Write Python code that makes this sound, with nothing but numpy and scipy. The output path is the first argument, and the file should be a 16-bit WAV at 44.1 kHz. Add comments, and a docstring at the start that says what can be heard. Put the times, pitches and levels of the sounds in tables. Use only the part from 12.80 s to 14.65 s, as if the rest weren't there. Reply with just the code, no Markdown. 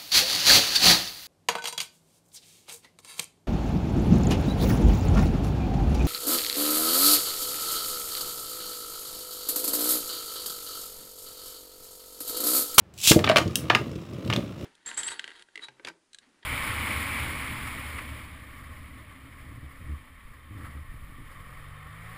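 """Two toy tops are ripped from their launchers into a thin plastic arena on a cloth, in a small room.
The ripcords rasp over their gears, faster and louder, and the arena takes two big, dull bumps.
The tops land and bounce, ringing the floor of the bowl, and a launcher's catch snaps once.
Then the tips rumble, scratch and skid round the bowl, with softer bumps underneath,
while the tops clack against each other and the wall."""
import sys
import numpy as np
from scipy import signal
from scipy.fft import rfft, irfft
from scipy.io import wavfile
from scipy.ndimage import uniform_filter1d

SR = 44100
rng = np.random.default_rng(int(sys.argv[2]) if len(sys.argv) > 2 else 0)


def master_out(mix):
    """Clip the mix to full scale and print it as 16-bit PCM to the path in sys.argv[1]."""
    frames = np.transpose(np.atleast_2d(mix))
    ceiling = np.clip(frames, -1, 1)
    pcm = np.round(ceiling * 32767).astype(np.int16)
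    wavfile.write(sys.argv[1], SR, pcm)


N = 81585
TIME = np.arange(N) / SR
HIT_TIME = np.arange(SR // 2) / SR  # seconds within one hit and its decay

# Bright spectrum of hard contact on plastic: frequency_hz, level_db
TICK_SPECTRUM = [(500, -38), (2500, 11), (5300, 5.5), (16000, -14.5)]


def clacks():
    """Each blow ticks, rings a top and sends a falling bending wave through the wall and back."""
    # Blows of the tops: start_s, top_db, wall_db, tick_db, top_pitch_ratio
    blows = [(0.316, -12, -16.5, -15, 0.94), (.391, -26, -28, -30, 0.82), (0.4415, -21.5, -21.5, -49, 1.17),
             (0.4439, -19.5, -21.5, -29, 1.23), (.466, -28, -36, -40, 1.27), (0.4752, -18.5, -19, -57, 0.8),
             (0.49, -22, -25, -24.5, 1), (0.497, -17, -15.5, -24.5, .95), (.515, -27, -20, -55, 1.4),
             (.560, -15, -13, -20.5, 1.13), (0.568, -12, -24.5, -16, 1.05), (.573, -23, -16, -19, 1.61),
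             (.583, -29, -15, -20.5, 1), (0.899, -14.5, -36, -30, 1), (.9022, -14, -10, -48, 0.74),
             (.949, -9.5, -19.5, -25.5, 0.93), (0.954, -36, -17.5, -33, 0.94),
             (1.5007, -24.5, -23, -32, 0.94), (1.5269, -20, -29.5, -43, 0.98),
             (1.535, -24.5, -26, -28.5, 1.12), (1.5619, -22, -29.5, -29, 1.21)]
    # Modes of a top: pitch_hz, level_db, t60_s
    top_modes = [(2234, -3, 0.021), (2897, 5.5, 0.011), (3640, -8, 0.012), (5380, -15, 0.013)]
    # Modes of the arena wall: pitch_hz, level_db, t60_s
    wall_modes = [(1145, 9, 0.048), (1207.6, 10, 0.038), (1640, 0, 0.093), (2162, -9, 0.1)]
    # Tone of the wall's bending wave and dense ringing: frequency_hz, level_db
    wall_spectrum = [(60, -38), (220, -2), (1300, 0), (2400, -2.5), (3600, -9.5), (5000, -20),
                     (16000, -57.5)]
    travel_s, rim_delay_s = 0.001536, 0.002207  # travel time at 1 kHz; treble arrives first
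    size = len(HIT_TIME)
    hz = np.fft.rfftfreq(size, 1 / SR)
    direct = np.exp(-4j * np.pi * travel_s * np.sqrt(1000 * hz))
    rim_echo = amp(-9) * direct ** 2 * np.exp(-2j * np.pi * hz * rim_delay_s)  # smeared twice as long
    bend = crest(irfft(rfft(response(wall_spectrum), size) * (direct + rim_echo), size))
    wall_ring = amp(-10.5) * ring(wall_modes)
    attack = 1 - np.exp(-HIT_TIME / 0.00094)
    out = np.zeros(N)
    for start_s, top_db, wall_db, tick_db, pitch_ratio in blows:
        wash = amp(-5.5) * burst(wall_spectrum, t60_s=0.092) * attack
        add(out, start_s - 0.001, amp(wall_db) * (bend + wall_ring + wash))
        top = ring(top_modes, pitch_ratio, rise_s=0.00061)
        tick = crest(burst(TICK_SPECTRUM, t60_s=0.016) * attack)
        add(out, start_s, amp(top_db) * top + amp(tick_db) * tick)
    return out


def ripcords():
    """Gear teeth scuff the cord, faster and louder on a harder pull; the housing colours the rasp."""
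    # Strength of the pull: time_s, level_db
    pull = [(.136, -96), (.139, -52), (.148, -64), (.172, -59.5), (.183, -47), (.233, -34), (.236, -25),
            (.27, -25), (.273, -16), (.303, -15.5), (.318, -22), (.35, -37), (.38, -110)]
    # Tone of the launcher housing: frequency_hz, level_db
    housing_spectrum = [(150, -28.5), (1800, -26), (2550, -7.5), (3700, -7), (4300, -10), (6600, -10),
                        (7900, -8.5), (8700, -14), (16000, -19)]
    peak_teeth_per_s, db_per_doubling = 370, 19.5
    tooth_spread_db, tooth_t60_s, cord_rub = 9.5, 0.016, 0.97
    pull_db = curve(pull)
    teeth_per_s = peak_teeth_per_s * 2 ** ((pull_db - pull_db.max()) / db_per_doubling)
    clicks = np.diff(np.floor(np.cumsum(teeth_per_s) / SR), prepend=0)
    teeth = clicks * np.sqrt(SR / teeth_per_s) * amp(tooth_spread_db * (2 * rng.random(N) - 1.5))
    scuff = np.exp(-2 * np.log(1000) * HIT_TIME / tooth_t60_s)
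    power = abs(signal.fftconvolve(teeth ** 2, scuff / scuff.sum())[:N]) + cord_rub ** 2
    friction = rng.standard_normal(N) * np.sqrt(power) * amp(pull_db)
    housing = response(housing_spectrum)
    rasp = signal.fftconvolve(friction, housing / np.linalg.norm(housing))[:N]
    return resonant(rasp, hz=7320, width_hz=210, db=-11)  # the gear case sings under the rasp


def bumps():
    """Soft blows shake the whole arena and hold no treble."""
    # Dull bumps: start_s, level_db, pitch_ratio
    blows = [(0.275, -24.5, 0.33), (0.309, -5, 0.87), (0.3603, -4.5, 0.93), (0.613, -21, 0.95),
             (0.657, -16.5, 0.65), (1.115, -25, 0.63), (1.157, -21.5, 0.58), (1.574, -18, 0.845)]
    # Modes of the whole arena: pitch_hz, level_db, t60_s
    arena_modes = [(105.2, -14, 0.48), (168.6, 9, 0.029), (249.6, 14.5, 0.021), (321, 6, 0.033),
                   (498, 1, 0.083), (650, 2, 0.058)]
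    out = np.zeros(N)
    for start_s, level_db, pitch_ratio in blows:
        add(out, start_s, amp(level_db) * ring(arena_modes, pitch_ratio, rise_s=0.0014))
    return signal.sosfilt(signal.butter(8, 730, "lowpass", fs=SR, output="sos"), out)


def landings():
    """The falling tips strike the floor of the bowl and ring it."""
    # Strikes of the tips: start_s, level_db, pitch_ratio
    strikes = [(.498, -13, 0.96), (.5605, -16, .89)]
    # Modes of the floor: pitch_hz, level_db, t60_s
    floor_modes = [(658, -3.5, 0.17), (686, 2.5, 0.055), (820, -16, 0.032)]
    out = np.zeros(N)
    for start_s, level_db, pitch_ratio in strikes:
        add(out, start_s, amp(level_db) * ring(floor_modes, pitch_ratio, rise_s=0.0011))
    return out


def snap():
    """A launcher's catch lets out one bright plastic snap."""
    # Tone of the catch: frequency_hz, level_db
    catch_spectrum = [(200, -21.5), (2300, -11), (2750, 6.5), (3550, 2), (4100, -2), (7500, 0), (16000, -8)]
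    out = np.zeros(N)
    add(out, start_s=0.756, sound=amp(-13.5) * burst(catch_spectrum, t60_s=0.016))
    return out


def rolling():
    """The spinning tips jolt the bowl, scratch once per turn and tick over grit."""
    # Levels of the running tips: time_s, rumble_db, scratch_db
    levels = [(.25, -62, -100), (.4, -27, -43), (.62, -33.5, -49.5), (.76, -34.5, -49), (.88, -33, -46.5),
              (1.02, -30, -47.5), (1.1, -39.5, -52), (1.27, -41, -54.5), (1.39, -36, -52),
              (1.48, -27.5, -48.5), (1.6, -30.5, -48), (1.77, -40.5, -53.5), (1.83, -28, -49)]
    # Low rumble of the bowl: frequency_hz, level_db
    rumble_spectrum = [(48, -21), (80, 1), (125, 2.5), (230, -5), (390, -12.5), (620, -15), (800, -39),
                       (2000, -52)]
    # Scratch of a tip on plastic: frequency_hz, level_db
    scratch_spectrum = [(900, -0.5), (1220, 7.5), (1550, -3.5), (2800, -0.5), (7500, -18.5), (16000, -27)]
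    spin_hz, spin_depth, jolt_share, grit_db = 54.1, 0.52, 0.53, -11.5
    jolts = unit(colour(sparse(per_s=63, spread_db=3), rumble_spectrum))
    smooth_roll = unit(colour(rng.standard_normal(N), rumble_spectrum))
    rumble = unit(jolt_share * jolts + (1 - jolt_share) * smooth_roll)
    wander = unit(uniform_filter1d(rng.standard_normal(N), size=1500))
    turns = np.cumsum(spin_hz * (1 + 0.2 * wander)) / SR
    flutter = np.exp(spin_depth * np.cos(2 * np.pi * turns))
    scratch = unit(colour(rng.standard_normal(N) * flutter, scratch_spectrum))
    grains = sparse(per_s=200, spread_db=4)
    grit = unit(signal.fftconvolve(grains, burst(TICK_SPECTRUM, t60_s=0.0062))[:N])
    return amp(curve(levels)) * rumble + amp(curve(levels, column=2)) * (scratch + amp(grit_db) * grit)


def skids():
    """A tip catches on the plastic in short, dry scrapes."""
    # Scrapes: start_s, level_db
    scrapes = [(0.6524, -45), (0.678, -37), (0.7083, -44.5), (1.1154, -45.5), (1.155, -45.5), (1.16, -45.5),
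               (1.335, -48.5), (1.4494, -44), (1.4765, -39.5), (1.8107, -48)]
    out = np.zeros(N)
    for start_s, level_db in scrapes:
        add(out, start_s, amp(level_db) * burst(TICK_SPECTRUM, t60_s=0.02))
    return out


def room(x, tails=3, crossfade_hz=7.14):
    """Several echo tails crossfade in turn, so the room's short reverb sounds smooth and even."""
    feeds = [np.cos(np.pi * (crossfade_hz * TIME + k / tails)) * np.sqrt(2 / tails)
             for k in range(tails)]
    return sum(signal.fftconvolve(x * feed, room_tail())[:N] for feed in feeds)


def room_tail():
    """One short echo tail of a furnished room, made of decaying noise."""
    # Reverb decay: frequency_hz, t60_s
    decay_times = [(200, 0.21), (3000, 0.21), (16000, 0.19)]
    # Reverb send: frequency_hz, level_db
    send = [(100, -14), (700, -3), (2500, -10.5), (16000, -3.5)]
    hz, t, bands = signal.stft(rng.standard_normal(len(HIT_TIME)), SR, nperseg=256)
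    t60_s = read(decay_times, hz)[:, None]
    decay = np.exp(-np.log(1000) * t / t60_s) * np.sqrt(2 * np.log(1000) / (t60_s * SR))  # unit energy
    bands = bands * decay * amp(read(send, hz))[:, None]
    tail = signal.istft(bands, SR, nperseg=256)[1][:len(HIT_TIME)]
    return tail * (1 - np.exp(-HIT_TIME / 0.0015))


def air():
    """The room's still air is a faint, low bed of noise."""
    # Room tone: frequency_hz, level_db
    air_spectrum = [(20, -20.5), (68, 2), (500, -19), (2500, -31.5), (16000, -57.5)]
    return amp(-51) * unit(colour(rng.standard_normal(N), air_spectrum))


def ring(modes, pitch_ratio=1, rise_s=0.0009):
    """Modes struck together, each dying at its own speed."""
    waves = sum(amp(db - 60 * HIT_TIME / t60_s) * np.sin(2 * np.pi * hz * pitch_ratio * HIT_TIME)
                for hz, db, t60_s in modes)
    return crest(waves * (1 - np.exp(-HIT_TIME / rise_s)))


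def burst(spectrum, t60_s):
    """Countless modes dying together as a puff of noise."""
    decay = np.exp(-np.log(1000) * HIT_TIME / t60_s)
    return crest(colour(rng.standard_normal(len(HIT_TIME)) * decay, spectrum))


def sparse(per_s, spread_db):
    """Random clicks of uneven size."""
    return (rng.random(N) < per_s / SR) * amp(spread_db * np.minimum(rng.exponential(1, N), 3))


def resonant(x, hz, width_hz, db):
    """Adds one narrow resonance to a sound."""
    return x + amp(db) * signal.lfilter(*signal.iirpeak(hz, hz / width_hz, fs=SR), x)


def colour(x, spectrum):
    """Filters a sound by a spectrum."""
    return signal.fftconvolve(x, response(spectrum))[:len(x)]


def response(spectrum, size=4096):
    """Causal impulse response with the given spectrum."""
    log_gain = np.log(amp(read(spectrum, abs(np.fft.fftfreq(size, 1 / SR)))))
    return np.fft.ifft(np.exp(np.conj(signal.hilbert(log_gain)))).real[:size // 2]


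def read(points, hz):
    """Reads a table on a log-frequency axis."""
    point_hz, value = np.transpose(points)
    return np.interp(np.log(hz + 1), np.log(point_hz + 1), value)


def curve(rows, column=1):
    """Reads one column of a control curve at every sample."""
    rows = np.array(rows)
    return np.interp(TIME, rows[:, 0], rows[:, column])


def add(mix, start_s, sound):
    """Mixes a sound in at its start time."""
    part = mix[max(round(start_s * SR), 0):][:len(sound)]
    part += sound[:len(part)]


def amp(db):
    """Decibels to gain."""
    return 10 ** (np.asarray(db) / 20)


def unit(x):
    """Scales to rms 1."""
    return x / np.sqrt(np.mean(x ** 2) + 1e-20)


def crest(x):
    """Scales so that the loudest two milliseconds have rms 1."""
    return x / np.sqrt(uniform_filter1d(x ** 2, size=88).max() + 1e-20)


def scene():
    """Launchers, tops and arena, mixed in mono with the room's echo and air."""
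    bowl = resonant(bumps() + landings() + rolling(), hz=335.2, width_hz=19.5, db=2)  # its hollow note
    sources = ripcords() + clacks() + snap() + skids() + bowl
    return (sources + room(sources) + air())[None]


def record(dry):
    """The microphone's bass cut, full-scale clipping, then the band limit."""
    low_cut_hz, high_cut_hz = 72, 15900
    bass_cut = signal.butter(3, low_cut_hz, "highpass", fs=SR, output="sos")
    clipped = np.clip(signal.sosfilt(bass_cut, dry), -1, 1)
    band_limit = signal.firwin(511, high_cut_hz, window=("kaiser", 9), fs=SR)
    return signal.oaconvolve(clipped, band_limit[None], "same")


dry = scene()
out = record(dry)
master_out(out)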